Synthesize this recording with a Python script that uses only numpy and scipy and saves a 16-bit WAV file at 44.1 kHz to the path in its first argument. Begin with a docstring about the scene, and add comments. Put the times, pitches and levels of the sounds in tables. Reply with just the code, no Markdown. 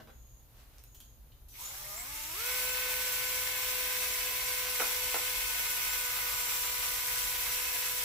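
"""A cordless drill spins a plastic scrub brush on a long shaft over the wet tiles of a small bathroom.
The trigger is squeezed in uneven steps: the speed control whistles, then motor and gears whine and
rattle, sagging under load. The shaft knocks twice in its pipe handle; echoes off the close walls shift
as the tool moves. Before the start the handled tool bumps and clicks, and an insect trills faintly.
A low drone and faint hiss lie underneath."""
import sys
import numpy as np
from scipy import signal
from scipy.fft import rfft, irfft, next_fast_len
from scipy.io import wavfile
from scipy.ndimage import map_coordinates

SR = 44100
rng = np.random.default_rng(int(sys.argv[2]) if len(sys.argv) > 2 else 0)


def to_wav(s):
    """Save 16-bit WAV."""
    ch = np.atleast_2d(s).T  # columns
    pcm = np.round(np.clip(ch, -1, 1) * 32767)  # PCM
    wavfile.write(sys.argv[1], SR, pcm.astype(np.int16))


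N = 354563
TIME_S = np.arange(N) / SR
TOP_HZ = 15600
FULL_SPEED, GEAR_RATIO = 504.5, 56.1  # motor rev/s; motor turns per brush turn
PAN = np.array([[.5], [-.5]])  # splits a left-minus-right level over the channels

# Table levels are relative; spectra are densities.
# tiled room decay: f/Hz, t60/s
ROOM_T60 = [(150, 0.53), (1000, 0.26), (4000, 0.41), (15000, 0.21)]
# left-right likeness: f/Hz, correlation
COHERENCE = [(60, 0.91), (150, 0.91), (380, 0.85), (950, 0.59), (2380, 0.16), (5980, -0.0), (15000, 0.0)]
# distant drone: f/Hz, level/dB
DRONE_SPECTRUM = [(12, -40), (22, -7), (31, -5.5), (40, 0), (58, -0.5), (74, -6), (98, -16), (116, -7.5),
                  (135, -11.5), (156, -26.5), (240, -23.5), (300, -31), (500, -60)]
# background hiss: f/Hz, level/dB
HISS_SPECTRUM = [(150, -14), (300, -7.5), (500, -7), (1000, -11.5), (2200, -17.5), (4000, -16), (5500, -20),
                 (6700, -14), (8000, -24), (10500, -13.5), (12000, -14.5), (13000, -7.5), (14500, -8.5),
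                 (15500, -30)]
# insect trills: t/s, length/s, level/dB
INSECT_TRILLS = [(0.095, 0.37, -66.5), (0.828, 0.36, -66.5)]

# tool picked up: t/s, level/dB
PICKUP_BUMPS = [(0.001, -43), (0.073, -49), (0.083, -49), (0.094, -52)]
# dull bump: f/Hz, level/dB
BUMP_SPECTRUM = [(120, -14), (250, 1), (500, 1), (1100, -4), (1500, -2), (1900, -11), (3500, -13.5),
                 (12000, -33)]
# tool and trigger clicks: t/s, snap level/dB, snap cutoff/Hz, shell level/dB, t60/s
TOOL_CLICKS = [(0.7836, -34, 5000, -52, 0.007), (0.8384, -31, 11000, -50, 0.0082),
               (0.946, -45, 14000, -50, 0.13), (0.9485, -37, 10000, -58, .009),
               (1.0028, -36, 12000, -46, .014), (1.004, -42.5, 14000, -46, 0.087),
               (1.319, -80, 5000, -46.5, 0.045), (1.485, -44.5, 14000, -75, 0.063)]
# snap of a click: f/Hz, level/dB
SNAP_SPECTRUM = [(800, -15), (3000, -15), (6000, -8), (8500, -9), (13000, 0), (15500, -1)]
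# plastic drill shell: f/Hz, width/Hz, level/dB
SHELL_MODES = [(3120, 360, 4), (4500, 780, -6)]
# rustle as the tool swings out: t/s, level/dB
RUSTLE_LEVEL = [(.4, -100), (.5, -74), (.6, -60.5), (.68, -68), (.8, -64), (.95, -100)]
# same rustle: f/Hz, level/dB
RUSTLE_SPECTRUM = [(100, -13), (500, -5), (2500, -6.5), (12000, -16)]
# shaft hitting its handle, two clusters: t/s, level/dB, cutoff/Hz
SHAFT_CONTACTS = [(4.799, -29, 3000), (4.803, -26.5, 1804), (4.812, -29.5, 1500), (4.819, -26, 1700),
                  (5.143, -26, 1700), (5.152, -30.5, 1500), (5.163, -33, 1300)]
# pipe handle: f/Hz, width/Hz, level/dB
PIPE_MODES = [(290, 210, -11.5), (497, 130, 0.5), (750, 115, 4.5), (1109, 290, 1.5), (1400, 230, 4.5),
              (2150, 1500, -2.5)]

# gear squeals in the run-up: t/s, length/s, start f/Hz, end f/Hz, level/dB
GEAR_SQUEALS = [(1.58, 0.05, 924, 1000, -55.5), (1.63, .08, 6520, 7310, -47.5),
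                (1.94, 0.092, 6850, 8400, -48), (1.959, 0.073, 2080, 2300, -58),
                (2.129, 0.21, 7130, 7230, -53.5)]
# speed control whistle: t/s, f/Hz, level/dB
WHISTLE_TRACK = [(1.484, 5970, -110), (1.49, 6080, -61), (1.51, 6040, -57), (1.525, 6010, -60),
                 (1.56, 5750, -61), (1.62, 5630, -65), (1.7, 5700, -120)]
# trigger steps: t/s, target speed/(rev/s), time constant/s
TRIGGER_STEPS = [(1.52, 205, .052), (1.935, 244, 0.02), (2.03, 297, 0.024), (2.25, 335, 0.025),
                 (2.328, FULL_SPEED, 0.031)]
# brush drag on the floor: t/s, motor speed lost/(rev/s)
BRUSH_DRAG = [(2.9, 1.0), (3.25, 2.5), (3.7, -0.03), (4.05, 5), (4.65, 3.5), (4.8, 5.5), (5.3, 4.5),
              (5.6, 9.0), (6.15, 9.5), (6.45, 12), (7.0, 8.5)]
# bristles on tile: f/Hz, level/dB
BRISTLE_SPECTRUM = [(150, -31), (250, -20), (400, -21), (490, -9.5), (575, -16), (680, -10), (800, -12),
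                    (1000, -7), (1210, -8), (1330, -8), (1700, -5), (2150, -2.5), (2380, -1), (2570, -1.5),
                    (3500, -4.5), (5000, -8.5), (7000, -61)]
# long shaft: f/Hz, width/Hz
SHAFT_MODES = [(1220, 130), (2150, 147), (2580, 103)]
# shaft ring as the grip changes: t/s, level/dB of modes 1, 2, 3
SHAFT_LEVELS = [(2.45, -20, -6, -15), (2.8, -20, -7.5, -6), (3.3, -35, -8, -13.5), (4.3, -34, -6.5, -9.5),
                (5.0, -20, -9, -14), (5.3, -26, -6, -10), (5.85, -15, -6.5, -9), (6.25, -12, -9.5, -12),
                (7.1, -17, -11, -16), (7.7, -21, -9, -7), (8.0, -22, -13, -12)]
# gear and commutator chatter: f/Hz, level/dB
RATTLE_SPECTRUM = [(1500, -20.5), (3000, -4.5), (3550, -2), (4200, -3), (4850, -2.5), (5650, 3), (6450, 0),
                   (7200, -0.5), (8000, 2), (9150, -2), (10900, 2.5), (11600, 2.5), (12500, 3.5),
                   (14000, 4), (15500, 1)]
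# gear casing: f/Hz, width/Hz, level/dB
CASING_MODES = [(3450, 940, 2.5), (4300, 500, 2.5), (5780, 460, 6)]
# loose gears at low speed: motor order, level/dB
GROWL_ORDERS = [(4, -63), (5, -63.5), (6, -62), (7, -67), (8, -64), (9, -62), (9.33, -62.5), (10, -74),
                (12, -69.5), (27, -64), (33, -61), (60, -57), (69, -60)]
# gear teeth, commutator and fan: motor order, level/dB
WHINE_ORDERS = [(2.09, -70), (4, -59.5), (4.33, -56), (6, -55), (8.33, -56), (9, -49), (9.33, -61),
                (10.33, -60), (11.41, -59), (12, -58), (15, -53.5), (21, -56.5), (22, -73), (24, -59),
                (25, -64), (28, -64), (29, -57), (30, -53)]
# whine as the tool moves among the walls: t/s, mid level/dB, treble level/dB
WHINE_SHIFTS = [(2.7, 0.5, 0.5), (3.2, -1, 1), (3.8, -0.5, -2), (4.65, 0, -2.5), (5.25, -1, 0), (5.6, 1, 0),
                (8, -3, -1)]
# radiation of the housing: f/Hz, gain/dB
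HOUSING_RESPONSE = [(400, -15), (1000, 10.5), (2200, -0.5), (3500, -28), (4500, -7.5), (6200, 1), (7200, 6),
                    (8500, -3.5), (10500, 6.5), (15000, 7.5)]
# hum at full speed as the tool moves: t/s, level/dB of orders 1, 2, 3
HUM_LEVELS = [(2.6, -50.5, -57.5, -48.5), (3.0, -50.5, -56.5, -47.5), (3.5, -53, -54.5, -53.5),
              (3.8, -50, -53, -53.5), (4.35, -54, -53.5, -58.5), (4.7, -50.5, -54, -53),
              (5.2, -50.5, -55.5, -55), (5.55, -60.5, -57.5, -51), (6.1, -58.5, -54, -50.5),
              (6.6, -59.5, -52, -56.5), (7.2, -59.5, -54.5, -54), (8.0, -58.5, -55.5, -59.5)]
# hum growth with speed: slope/(dB/octave) of orders 1, 2, 3
HUM_SLOPES = [23.5, 8.5, 7]
# hum unsteadiness: depth/dB of orders 1, 2, 3
HUM_FLUTTER = [1.5, 0.9, 0.1]
# standing waves, mostly favouring the right: t/s, left minus right/dB of orders 1, 2, 3
HUM_BALANCE = [(2.0, -4, -7, -1.5), (5.1, -2.5, 4, -8), (5.6, -9, -4, -7), (7.5, -14, -7, -8.5)]
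# standing waves swallowing the hum at some pitches: f/Hz, gain/dB
WALL_RESPONSE = [(250, 5), (330, 0.5), (400, -1.5), (480, -1.5), (510, 0), (570, -5), (630, 1.5), (710, 2),
                 (770, -12), (830, -7), (890, -2), (980, 0)]
# tool's stereo balance: f/Hz, left minus right/dB
TOOL_BALANCE = [(60, -9), (130, 0), (290, -0.5), (640, 0), (1410, -2.5), (3100, 2), (6820, -1),
                (15000, 2.5)]
# tool's bearing: t/s, left lag/samples
TOOL_LAG = [(1.7, 11.5), (2.2, 3), (3.2, 2), (4.8, 2.5), (5.3, -0.5), (5.7, 3), (8, 3.5)]

FIRST_STEP_S, FIRST_SPEED_RPS, _ = TRIGGER_STEPS[0]
POWER_ON_S, BREAKAWAY_S, BRUSH_SLIP_S = 1.483, 0.13, 0.035  # current on; gear and bristle onset lengths
SCRUB_DB, SCRUB_CRAWL_DB = -39, -15  # full speed; crawl relative to it
RATTLE_DB, RATTLE_CRAWL_DB = -34, -9
STALL_DB, DRAG_DB_PER_RPS = -14.5, 0.1624  # rattle change when stalled and under load
RASP_DB, LOOSE_DB, FALTER_DB = -15.5, -21, 9


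def amp(db):
    """dB to gain."""
    return np.exp(np.log(10) / 20 * np.asarray(db))


def unit(x):
    """Scale to rms 1."""
    return x / np.sqrt(np.mean(x ** 2) + 1e-20)


def along(points, hz):
    """Interpolate (f/Hz, value) rows on a log axis."""
    f, values = np.transpose(points)
    return np.interp(np.log(hz + 1), np.log(f + 1), values)


def curves(rows):
    """One per-sample curve for each column after t/s."""
    times_s, *columns = np.transpose(rows)
    return [np.interp(TIME_S, times_s, column) for column in columns]


def ramp(start_s, length_s):
    """Linear rise from 0 to 1."""
    return np.clip((TIME_S - start_s) / length_s, 0, 1)


def wobble(rate_hz):
    """Smooth random curve, rate_hz knots a second."""
    coarse_s = TIME_S[::16]
    knots = rng.standard_normal(int(N * rate_hz / SR) + 4)
    return np.interp(TIME_S, coarse_s, map_coordinates(knots, [coarse_s * rate_hz]))


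def white():
    """Two independent white noises."""
    return rng.standard_normal((2, N))


def burst(start_s, t60_s):
    """Decaying noise burst."""
    return (TIME_S >= start_s) * amp(-60 * np.abs(TIME_S - start_s) / t60_s) * rng.standard_normal(N)


def impacts(rate_hz):
    """Two independent streams of tiny impacts, rms 1."""
    return unit((rng.random((2, N)) < rate_hz / SR) * rng.uniform(-1.02, 1, (2, N)))


def filtered(x, response):
    """Apply the gain response(f/Hz)."""
    size = next_fast_len(N + SR // 2)
    return irfft(rfft(x, size) * response(np.fft.rfftfreq(size, 1 / SR)), size)[..., :N]


def shaped(x, spectrum):
    """Apply (f/Hz, gain/dB) rows."""
    return filtered(x, lambda hz: amp(along(spectrum, hz)))


def softened(x, cutoff_hz):
    """Soft contact: one-pole low-pass."""
    pole = np.exp(-2 * np.pi * cutoff_hz / SR)
    return signal.lfilter([1 - pole], [1, -pole], x)


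def ringing(x, modes):
    """Body resonances (f/Hz, width/Hz, level/dB), alternating in sign."""
    return filtered(x, lambda hz: sum(
        (-1) ** k * amp(db) * 1j * hz * width_hz / (mode_hz ** 2 - hz ** 2 + 1j * hz * width_hz)
        for k, (mode_hz, width_hz, db) in enumerate(modes)))


def spread(pair, spectrum):
    """Colour two independent signals into a stereo field of rms 1, coherent in the bass."""
    def mid_side_gains(hz):
        angle = np.arccos(np.clip(along(COHERENCE, hz), -1, 1)) / 2
        return amp(along(spectrum, hz)) * [np.cos(angle), np.sin(angle)]
    mid, side = filtered(pair, mid_side_gains)
    return unit(np.array([mid + side, mid - side]))


def left_late(pair, lag_samples):
    """Off-centre source: the left channel lags below about 2.5 kHz."""
    low = filtered(pair[0], lambda hz: 1 / (1 + (hz / 2500) ** 4))
    delayed = np.interp(np.arange(N) - lag_samples, np.arange(N), low)
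    return np.array([pair[0] - low + delayed, pair[1]])


def room(x, wet_db):
    """Direct sound plus the reverberation of the tiled walls."""
    hz, t_s, noise = signal.stft(rng.standard_normal((2, SR // 2)), SR, nperseg=256)
    decay = amp(-60 * t_s / along(ROOM_T60, hz)[:, None])
    tail = signal.istft(noise * decay, SR, nperseg=256)[1]
    delayed = np.pad(x, (130, 0))[None]
    wet = signal.fftconvolve(delayed, tail / np.linalg.norm(tail[0]), axes=1)[:, :N]
    return (x + amp(wet_db) * wet) / np.hypot(1, amp(wet_db))


def near_walls(x, echo_db, drift_s, count):
    """Close echoes comb the sound; their paths drift as the tool moves."""
    out = x.copy()
    for channel in range(2):
        for _ in range(count):
            delay_s = rng.uniform(.002, .016) + drift_s * wobble(1.2)
            index = np.clip(np.round((TIME_S - delay_s) * SR).astype(int), 0, N - 1)
            out[channel] += amp(echo_db) * x[channel, index]
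    return out / np.sqrt(1 + count * amp(echo_db) ** 2)


def background():
    """Distant, near-steady drone under faint hiss."""
    drone = amp(-56 + 0.19 * wobble(1.9)) * spread(white(), DRONE_SPECTRUM)
    return left_late(drone, lag_samples=10) + amp(-64.5) * spread(white(), HISS_SPECTRUM)


def insect():
    """Thin, rasping trills near 6.8 kHz that swell and fade."""
    swell = sum(amp(db) * np.sqrt(np.abs(np.sin(np.pi * ramp(start_s, length_s))))
                for start_s, length_s, db in INSECT_TRILLS)
    band = spread(white(), [(5800, -60), (6450, -10), (6770, -8), (7000, -10), (7500, -58)])
    return swell * band * amp(1.7 * wobble(116.5))


def handling():
    """The handled tool bumps, clicks with a ring of its shell, and rustles as it swings out."""
    bumps = shaped(sum(amp(db) * burst(t_s, t60_s=0.072) for t_s, db in PICKUP_BUMPS), BUMP_SPECTRUM)
    snaps = sum(amp(db) * softened(burst(t_s, t60_s), cutoff_hz)
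                for t_s, db, cutoff_hz, _, t60_s in TOOL_CLICKS)
    taps = sum(amp(db) * burst(t_s, t60_s) for t_s, _, _, db, t60_s in TOOL_CLICKS)
    clicks = shaped(snaps, SNAP_SPECTRUM) + ringing(taps, SHELL_MODES)
    contacts = room(clicks, wet_db=1) + room(amp(10.5) * bumps, wet_db=2.5)
    rustle_db, = curves(RUSTLE_LEVEL)
    return contacts + amp(rustle_db) * spread(white(), RUSTLE_SPECTRUM)


def knocks():
    """Each shaft blow, an impulse plus short chatter, rings the plastic pipe handle."""
    blows = np.zeros(N)
    for t_s, db, cutoff_hz in SHAFT_CONTACTS:
        blow = amp(-1.5) * burst(t_s, t60_s=0.028)
        blow[round(t_s * SR)] += amp(18)
        blows += amp(db) * filtered(blow, lambda hz: 1 / (1 + 1j * hz / cutoff_hz))
    return amp(13) * room(ringing(blows, PIPE_MODES), wet_db=-1.5)


def squeals():
    """Rough chirps where a gear tone sweeps through a resonance."""
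    out = np.zeros(N)
    for start_s, length_s, start_hz, end_hz, db in GEAR_SQUEALS:
        progress = ramp(start_s, length_s)
        pitch_hz = (start_hz + progress * (end_hz - start_hz)) * (1 + 0.024 * wobble(700))
        envelope = amp(db + 4 + 5.1 * wobble(200)) * np.sin(np.pi * progress)
        out += envelope * np.sin(2 * np.pi * np.cumsum(pitch_hz) / SR)
    return room(out, wet_db=0)


def speed_control():
    """Chopped current whistles in the windings until the rotor gets going."""
    pitch_hz, db = curves(WHISTLE_TRACK)
    phase = 2 * np.pi * np.cumsum(pitch_hz) / SR
    return room(amp(db) * (np.sin(phase) + 1.3 * np.sin(2 * phase)), wet_db=8)


def scrub(brush_rad):
    """Bristles flick over wet tiles and ring the shaft, pressing harder once a brush turn."""
    pressure = amp(0.058 * np.sin(brush_rad) + 0.39 * wobble(45))
    bristles = near_walls(impacts(350) + 1.3 * white(), echo_db=-12, drift_s=.00015, count=6)
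    shaft = np.zeros((2, N))
    for (hz, width_hz), db in zip(SHAFT_MODES, curves(SHAFT_LEVELS)):
        gain = amp(db + 0.97 * wobble(9))
        mode = ringing(white(), [(hz, width_hz, 0)])
        shaft += gain * unit(ringing(mode, [(hz, 2 * width_hz, 0)]))  # second pass: steeper skirts
    return (amp(-0.6) * spread(bristles, BRISTLE_SPECTRUM) + shaft) * pressure


def rattle(turns, brush_rad):
    """Gears and commutator chatter, swaying with the shaft; catching teeth rasp in the casing."""
    bunching = amp(0.4 * np.sin(2 * np.pi * turns) + 0.99 * wobble(700))
    sway = amp(0.5 * np.sin(brush_rad) + 0.5 * np.sin(2 * brush_rad) + 0.76 * wobble(7.7))
    chatter = (impacts(750) + 2.24 * white()) * bunching
    chatter = near_walls(chatter, echo_db=-10, drift_s=.00007, count=5)
    rasp = unit(ringing(impacts(300), CASING_MODES))
    return (spread(chatter, RATTLE_SPECTRUM) + amp(RASP_DB) * rasp) * sway


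def growl(turns, slack):
    """Unloaded teeth clatter in rough partials, gone at full speed."""
    shaky_turns = turns + 0.011 * wobble(140)
    partials = sum(amp(db + 3 * wobble(40.04)) * np.sin(2 * np.pi * (order * shaky_turns + rng.random()))
                   for order, db in GROWL_ORDERS)
    return np.sqrt(np.minimum(slack / 0.3, 1)) * partials


def whine(turns, speed_rps):
    """Gear tones smeared by backlash and the room; slow gears run looser and growl."""
    slack = np.clip(1 - speed_rps / 490, 0, 1)
    backlash_turns = (0.0016 + 0.03 * slack) * wobble(260) + 0.0061 * wobble(45)
    mid_db, treble_db = curves(WHINE_SHIFTS)
    teeth = np.zeros(N)
    for order, db in WHINE_ORDERS:
        shift_db = mid_db if order < 13 else treble_db
        fading_db = wobble(6)  # tool moving among the walls
        phase = 2 * np.pi * (order * (turns + backlash_turns) + rng.random())
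        teeth += amp(db + shift_db + fading_db) * np.sin(phase)
    teeth = shaped(teeth * amp(LOOSE_DB * np.sqrt(slack)), HOUSING_RESPONSE)
    spin_up = np.minimum(speed_rps / FIRST_SPEED_RPS, 1) ** 2
    return np.sqrt(2) * amp(-0.5) * room(teeth + spin_up * growl(turns, slack), wet_db=3)


def hum(turns, speed_rps):
    """Rotor orders 1-3: firm at full speed, shaky and faltering on the way up."""
    slack = np.clip(1 - speed_rps / 500, 0, 1)
    shaky_turns = turns + 0.068 * slack * wobble(160)
    octaves = np.log2(speed_rps / FULL_SPEED)
    spin_up_db = 60 * np.log10(np.minimum(speed_rps / FIRST_SPEED_RPS, 1))
    tones = zip(curves(HUM_LEVELS), HUM_SLOPES, curves(HUM_BALANCE), HUM_FLUTTER)
    out = np.zeros((2, N))
    for order, (db, slope, balance_db, flutter_db) in enumerate(tones, 1):
        level_db = db + slope * octaves + spin_up_db
        unsteady_db = flutter_db * wobble(22) - FALTER_DB * slack * np.abs(wobble(24.96))
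        walls_db = along(WALL_RESPONSE, order * speed_rps) + balance_db * PAN
        out += amp(level_db + unsteady_db + walls_db) * np.sin(2 * np.pi * order * shaky_turns)
    return np.sqrt(2) * amp(0.5) * out


def motor_speed(drag_rps):
    """Speed in rev/s: eases to each trigger target, sags with brush drag."""
    speed_rps, previous_rps = np.zeros(N), 0
    for start_s, target_rps, tau_s in TRIGGER_STEPS:
        age = np.maximum(TIME_S - start_s, 0) / tau_s
        speed_rps += (target_rps - previous_rps) * (1 - (1 + age) * np.exp(-age))
        previous_rps = target_rps
    return np.maximum(speed_rps - drag_rps, 1)


def growth(speed_rps, crawl_db):
    """Noise gain: power law from crawl_db at rest to unity at full speed."""
    return amp(crawl_db) + (1 - amp(crawl_db)) * (speed_rps / FULL_SPEED) ** 2.9


def drill():
    """The motor drives the brush through a reduction gear; each brush turn rocks its speed."""
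    drag_rps, = curves(BRUSH_DRAG)
    speed_rps = motor_speed(drag_rps)
    brush_rad = 2 * np.pi * np.cumsum(speed_rps / GEAR_RATIO) / SR
    rocking = 1 + 0.0019 * np.sin(brush_rad) + 0.001814 * wobble(22)
    turns = np.cumsum(speed_rps * rocking) / SR
    brush_gain = ramp(FIRST_STEP_S, BRUSH_SLIP_S) * amp(SCRUB_DB) * growth(speed_rps, SCRUB_CRAWL_DB)
    running = ramp(POWER_ON_S, BREAKAWAY_S) ** 2
    rattle_db = RATTLE_DB + STALL_DB * (1 - running) + DRAG_DB_PER_RPS * drag_rps
    rattle_gain = ramp(POWER_ON_S, .004) * amp(rattle_db) * growth(speed_rps, RATTLE_CRAWL_DB)
    noise = brush_gain * scrub(brush_rad) + rattle_gain * rattle(turns, brush_rad)
    return noise + running * (hum(turns, speed_rps) + whine(turns, speed_rps))


def scene():
    """Bathroom mix; the tool moves in the stereo field."""
    tool = filtered(drill() + knocks(), lambda hz: amp(along(TOOL_BALANCE, hz) * PAN))
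    lag_samples, = curves(TOOL_LAG)
    tool = left_late(tool, lag_samples)
    return tool + speed_control() + squeals() + handling() + insect() + background()


def record(dry):
    """Brick-wall low-pass at TOP_HZ."""
    return filtered(dry, lambda hz: hz < TOP_HZ)


dry = scene()
out = record(dry)
to_wav(out)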